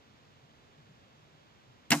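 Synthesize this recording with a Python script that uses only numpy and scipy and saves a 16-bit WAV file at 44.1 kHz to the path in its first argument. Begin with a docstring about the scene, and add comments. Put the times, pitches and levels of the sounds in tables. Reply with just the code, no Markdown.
"""A click, a sharp crack and a clattering, humming decay: a crossbow is fired from a table.
It stands in a quiet clearing, about two metres from the microphones; far hiss and a swelling low rumble lie behind.
Shaped noise makes the latch click, string rush, string blows, joint buzz, table clunk and scatter from the ground.
Decaying sines make the knock, frame, fittings, limbs and string; a sine of wandering pitch makes the swells."""
import sys
import numpy as np
from scipy import signal
from scipy.fft import rfft, irfft
from scipy.io import wavfile
from scipy.ndimage import uniform_filter1d

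SR = 44100
rng = np.random.default_rng(int(sys.argv[2]) if len(sys.argv) > 2 else 0)


def transcribe(u):
    """Save the signal u as a 16-bit wav file named by the first command-line argument.

    u: samples, shape (n,) or (channels, n), limited to [-1, 1]; the rate is SR.
    q: integer samples, one column per channel.
    """
    v = np.clip(np.atleast_2d(u).T, -1, 1)
    q = np.round(v * 32767).astype(np.int16)
    wavfile.write(sys.argv[1], SR, q)


N = 88200

# Colours give relative level per Hz; *_DB settings set the level of a whole layer.
# far hiss: (frequency [Hz], left level [dB], right level [dB])
AIR_COLOUR = [(24.3, -23, -20), (50, -6, 0), (94, -1.5, 8), (200, 1.5, -4), (432, -1, -0.5),
              (1110, -4.5, -3.5), (1980, -8, -8), (3470, -12, -7), (4800, -19.5, -13), (7050, -23, -18.5),
              (7800, -27, -25), (10200, -52, -69), (15000, -51, -55)]
# part of the hiss common to both microphones: (frequency [Hz], share [0-1])
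AIR_SHARED = [(60, 0.2), (150, 0.55), (300, 0.33), (1200, 0.44), (2500, 0.6), (5000, 0.4), (7000, 0.14)]
AIR_DB, AIR_LAG_S = -61.5, 0.00044
# low rumble: (frequency [Hz], level [dB])
RUMBLE_COLOUR = [(50, -29.5), (95, -5), (140, -1), (180, -10.5), (230, -6.5), (400, -20.5), (1000, -55)]
# its swells: (time of the top [s], half length to 1/e [s], level [dB])
SWELLS = [(0.446, .018, 2), (0.599, .012, -5.5), (.795, 0.031, 1), (0.909, 0.025, 1), (1.222, 0.055, -4),
          (1.351, 0.023, -4), (1.701, 0.023, -0.5)]
DRONE_HZ, DRONE_WANDER_HZ, SWELL_DB, RUMBLE_DB = 146, 14.27, -58.5, -67

# scatter from ground and bushes: (frequency [Hz], level [dB])
SCATTER_COLOUR = [(150, 1), (500, -5), (1000, 2), (2200, -3), (3500, -4.5), (6000, 2.5), (9000, 0),
                  (11000, -8), (15500, -11)]
SCATTER_S, SCATTER_DB, SCATTER_RISE_S, SCATTER_HOLD_S = 1.92, -38.5, 0.0071, 0.031
SCATTER_SPLIT_HZ, SCATTER_T60_S, SCATTER_TREBLE_T60_S, SCATTER_PATCHY_DB = 9000, 0.38, 0.24, 2

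# small metal fittings chink: (time [s], level [dB])
RATTLES = [(1.9181, 8.5), (1.937, -12), (1.9527, -23), (1.965, -10), (1.9755, -7)]
# their ring: (frequency [Hz], level [dB], t60 [s], left over right [dB])
FITTINGS = [(2440, 1.5, 0.098, 2), (3040, -7, 0.085, -10), (3998, 1, 0.11, -1), (4830, -22, 0.071, -10),
            (5000, -4, .12, -10), (6400, -17, 0.065, -2), (6700, -11, 0.12, -19), (6850, -21, 0.087, -1),
            (9260, -5, 0.099, 12)]
FITTINGS_DB = -43.5

# limbs and string swing: (frequency [Hz], level [dB], t60 [s])
LIMBS = [(147, -16.3, .26), (163.5, -16.8, .26), (217, 0, .054), (235.5, -7.2, .144), (291, -11.9, .28),
         (335, -23, .28)]
LIMBS_S, LIMBS_DB, LIMBS_RISE_S = 1.9123, -10, 0.02

# the latch lets go: (time [s], level [dB])
LATCH_CLICKS = [(1.9038, -11.5), (1.9060, 1)]
# its click: (frequency [Hz], left level [dB], right level [dB])
LATCH_COLOUR = [(100, -10, -21), (300, -8, -25), (650, -22, -5.5), (1300, -5, -11), (2190, 10.5, 0),
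                (2700, -6, -3), (3800, -2, 2), (5000, -6.5, -1.5), (7600, 6.5, -1), (10100, -3.5, -18),
                (15500, -1.5, -8)]
LATCH_DB, LATCH_RISE_S, LATCH_HOLD_S, LATCH_T60_S = -19.5, 0.00032, 0.00046, 0.014
# dull knock of the release, on the left: (frequency [Hz], level [dB], t60 [s], left over right [dB])
KNOCK = [(138, -2, 0.029, 18.5), (288, -7.5, 0.024, 20)]
KNOCK_S, KNOCK_DB = 1.9058, -27.5
# string rushing along the rail: (frequency [Hz], level [dB])
RUSH_COLOUR = [(200, -16), (700, -8), (2000, -1), (6000, -1), (9000, -3.5), (15500, -34)]
RUSH_DB, RUSH_RISE_S, RUSH_HOLD_S, RUSH_T60_S = -30.5, 0.0016, 0.004, 0.066

# the string meets its stops and rebounds: (time [s], level [dB])
BLOWS = [(1.9163, -6.5), (1.9179, 0.5), (1.9208, -5), (1.9261, -8.5), (1.9318, -9)]
# crack of each blow: (frequency [Hz], level [dB])
CRACK_COLOUR = [(200, -36), (700, -8.5), (1500, 0.5), (2700, 1), (3300, -11), (5000, 1), (7500, -6.5),
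                (10500, -18.5), (15500, -21)]
CRACK_DB, CRACK_RISE_S, CRACK_HOLD_S, CRACK_T60_S = -19.5, 0.0002, 0.00049, 0.028
# frame, rail and cams ring: (frequency [Hz], level [dB], t60 [s], left over right [dB])
FRAME = [(660, -10, .12, 0), (836, -7, .115, 1), (961, -9, .08, 1), (1030, -9, .09, 1), (1095, -15, .15, 1),
         (1219, -8, .06, 1), (1362, -7, .08, 0), (1653, -1, .062, -3), (2023, -2, .065, 1),
         (2122, -2, .072, 0), (2302, -7, .06, -1), (2672, -.5, .055, -3), (2832, -1, .055, -3),
         (2985, -5, .05, -2)]
FRAME_S, FRAME_DB, FRAME_RISE_CYCLES, FRAME_DELAY_CYCLES = 1.9135, -18.5, 11.3, 4
# the frame's joints buzz: (frequency [Hz], level [dB])
BUZZ_COLOUR = [(300, -5.5), (480, -6.5), (650, -1), (1300, -1), (1550, -2.5), (1850, 1.5), (2400, -6),
               (3000, -3.5), (3500, -11), (7000, -25), (15500, -25)]
BUZZ_S, BUZZ_DB, BUZZ_RISE_S, BUZZ_HOLD_S, BUZZ_T60_S = 1.916, -28, 0.0052, 0.01, 0.1
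# stock and bipod clunk on the table: (frequency [Hz], level [dB])
CLUNK_COLOUR = [(300, -14), (450, -9), (650, 2), (900, 1.5), (1200, -6.5), (2000, -14), (4000, -33)]
CLUNK_S, CLUNK_DB, CLUNK_RISE_S, CLUNK_HOLD_S, CLUNK_T60_S = 1.922, -33, 0.004, 0.019, 0.087

# the recorder's own hiss: (frequency [Hz], level [dB])
HISS_COLOUR = [(1000, 0), (15000, 0)]
HISS_DB, TOP_HZ = -86.5, 15300
# around and above APART_HZ the two microphones hear the bow's noise less and less alike
APART_HZ, BOW_LAG_S, LOW_CUT_HZ = 4400, 0.00007, 110


def amp(db):
    """Decibels to gain."""
    return 10 ** (np.asarray(db) / 20)


def unit(x):
    """Scale to rms 1."""
    return x / np.sqrt(np.mean(x ** 2))


def pan(db):
    """Left and right gains for a level difference, left over right."""
    return amp(np.array([[db], [-db]]) / 2)


def low_cut(x):
    """Take away the deep bass, which a small bow hardly radiates."""
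    return signal.sosfilt(signal.butter(2, LOW_CUT_HZ, "high", fs=SR, output="sos"), x)


def noise(colour, shared, lag_s=0):
    """Coloured stereo noise; the shared part is common to both sides and reaches the right later."""
    hz = np.fft.rfftfreq(N, 1 / SR)
    points = np.array(colour, float)
    # left is the first level column, right the last; they coincide in a two-column table
    gain = amp([np.interp(np.log(hz + 1), np.log(points[:, 0]), points[:, k]) for k in (1, -1)])
    white = rfft(rng.standard_normal((3, N)))
    shared = np.clip(shared, 0, 1)
    common = white[2] * np.exp(-2j * np.pi * hz * np.array([[0], [lag_s]]))
    mixed = np.sqrt(shared) * common + np.sqrt(1 - shared) * white[:2]
    return unit(irfft(gain * mixed, N))


def near_noise(colour):
    """Noise from the bow: no deep bass, alike on both sides in the lows, less so in the treble."""
    shared = 1 / (1 + (np.fft.rfftfreq(N, 1 / SR) / APART_HZ) ** 2)
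    return low_cut(noise(colour, shared, BOW_LAG_S))


def build_up(start, rise):
    """A push that takes some time to come to full force."""
    return np.clip((np.arange(N) / SR - start) / rise, 0, 1)


def envelope(start, rise, hold, t60):
    """Rise, hold and exponential fall."""
    age = np.arange(N) / SR - start
    fall = np.exp(-np.log(1000) * np.maximum(age - rise - hold, 0) / t60)
    return build_up(start, rise) * fall


def ring(start, hz, t60):
    """One struck mode: a sine that dies exponentially."""
    age = np.arange(N) / SR - start
    out, on = np.zeros(N), age > 0
    out[on] = np.sin(2 * np.pi * hz * age[on]) * np.exp(-np.log(1000) * age[on] / t60)
    return out


def struck(start, modes):
    """Modes struck at once, reaching the right microphone slightly later."""
    out = 0
    for hz, db, t60, side in modes:
        both = np.array([ring(start, hz, t60), ring(start + BOW_LAG_S, hz, t60)])
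        out = out + amp(db) * pan(side) * both
    return out


def far_hiss():
    """Smooth distant hiss, partly common to both microphones and later on the right."""
    shared = np.interp(np.fft.rfftfreq(N, 1 / SR), *np.array(AIR_SHARED).T)
    return amp(AIR_DB) * noise(AIR_COLOUR, shared, AIR_LAG_S)


def low_rumble():
    """Steady low noise, with brief droning swells of wandering pitch."""
    t = np.arange(N) / SR
    swell = sum(amp(db) * np.exp(-((t - top) / half) ** 2) for top, half, db in SWELLS)
    wander = unit(uniform_filter1d(rng.standard_normal(N), size=900))  # about 20 ms
    drone_hz = DRONE_HZ + DRONE_WANDER_HZ * wander
    drone = unit(np.sin(2 * np.pi * np.cumsum(drone_hz) / SR))
    rumble = noise(RUMBLE_COLOUR, shared=0.96)
    return amp(RUMBLE_DB) * rumble + amp(SWELL_DB) * swell * drone


def scatter():
    """Ground and bushes return a faint, patchy wash whose treble dies first."""
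    wash = noise(SCATTER_COLOUR, shared=0.25)
    body = signal.sosfiltfilt(signal.butter(2, SCATTER_SPLIT_HZ, fs=SR, output="sos"), wash)
    treble = wash - body
    unevenness = unit(uniform_filter1d(rng.standard_normal(N), size=90))  # about 2 ms
    patches = amp(SCATTER_PATCHY_DB * unevenness)
    body_fade = envelope(SCATTER_S, SCATTER_RISE_S, SCATTER_HOLD_S, SCATTER_T60_S)
    treble_fade = envelope(SCATTER_S, SCATTER_RISE_S, SCATTER_HOLD_S, SCATTER_TREBLE_T60_S)
    return amp(SCATTER_DB) * patches * (body_fade * body + treble_fade * treble)


def rattle():
    """Small metal parts chink as the bow shakes, each time ringing in the same modes."""
    return amp(FITTINGS_DB) * sum(amp(db) * struck(s, FITTINGS) for s, db in RATTLES)


def limbs():
    """Limbs and string thump and swing on; their close modes beat in a short thrum."""
    swing = sum(amp(db) * ring(LIMBS_S, hz, t60) for hz, db, t60 in LIMBS)
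    return amp(LIMBS_DB) * build_up(LIMBS_S, LIMBS_RISE_S) * swing


def latch():
    """The sear ticks, then the latch flies open with a click and a dull knock."""
    pulses = sum(amp(db) * envelope(s, LATCH_RISE_S, LATCH_HOLD_S, LATCH_T60_S) for s, db in LATCH_CLICKS)
    clicks = pulses * near_noise(LATCH_COLOUR)
    return amp(LATCH_DB) * clicks + amp(KNOCK_DB) * struck(KNOCK_S, KNOCK)


def string_rush():
    """The string rushes down the rail from the moment of release, a little to the right."""
    release_s = LATCH_CLICKS[-1][0]
    rush = envelope(release_s, RUSH_RISE_S, RUSH_HOLD_S, RUSH_T60_S) * near_noise(RUSH_COLOUR)
    return amp(RUSH_DB) * pan(-3.5) * rush


def frame():
    """The slam sets frame, rail and cams ringing; low modes start later and build more slowly."""
    out = 0
    for mode in FRAME:
        hz = mode[0]
        start = FRAME_S + FRAME_DELAY_CYCLES / hz
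        out = out + build_up(start, FRAME_RISE_CYCLES / hz) * struck(start, [mode])
    return amp(FRAME_DB) * out


def joint_buzz():
    """The frame's joints buzz after the slam as a short burst of noise."""
    fade = envelope(BUZZ_S, BUZZ_RISE_S, BUZZ_HOLD_S, BUZZ_T60_S)
    return amp(BUZZ_DB) * fade * near_noise(BUZZ_COLOUR)


def table_clunk():
    """Stock and bipod clunk on the table a moment later, a duller burst of noise."""
    fade = envelope(CLUNK_S, CLUNK_RISE_S, CLUNK_HOLD_S, CLUNK_T60_S)
    return amp(CLUNK_DB) * fade * near_noise(CLUNK_COLOUR)


def string_blows():
    """The string cracks against its stops and rebounds, each blow a steep burst of noise."""
    pulses = sum(amp(db) * envelope(s, CRACK_RISE_S, CRACK_HOLD_S, CRACK_T60_S) for s, db in BLOWS)
    return amp(CRACK_DB) * pan(1.5) * pulses * near_noise(CRACK_COLOUR)


def scene():
    """The shot in the clearing; the bow's snap loses its deep bass, while the limbs' thrum and the background
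    keep theirs."""
    background = far_hiss() + low_rumble()
    slam = frame() + joint_buzz() + table_clunk() + string_blows()
    snap = low_cut(scatter() + rattle() + latch() + string_rush() + slam)
    return background + limbs() + snap


def record(dry):
    """The recorder adds a trace of hiss, the same on both sides, and cuts the top."""
    hiss = amp(HISS_DB) * noise(HISS_COLOUR, shared=1)
    return signal.sosfilt(signal.ellip(8, 0.2, 70, TOP_HZ, fs=SR, output="sos"), dry + hiss)


dry = scene()
out = record(dry)
transcribe(out)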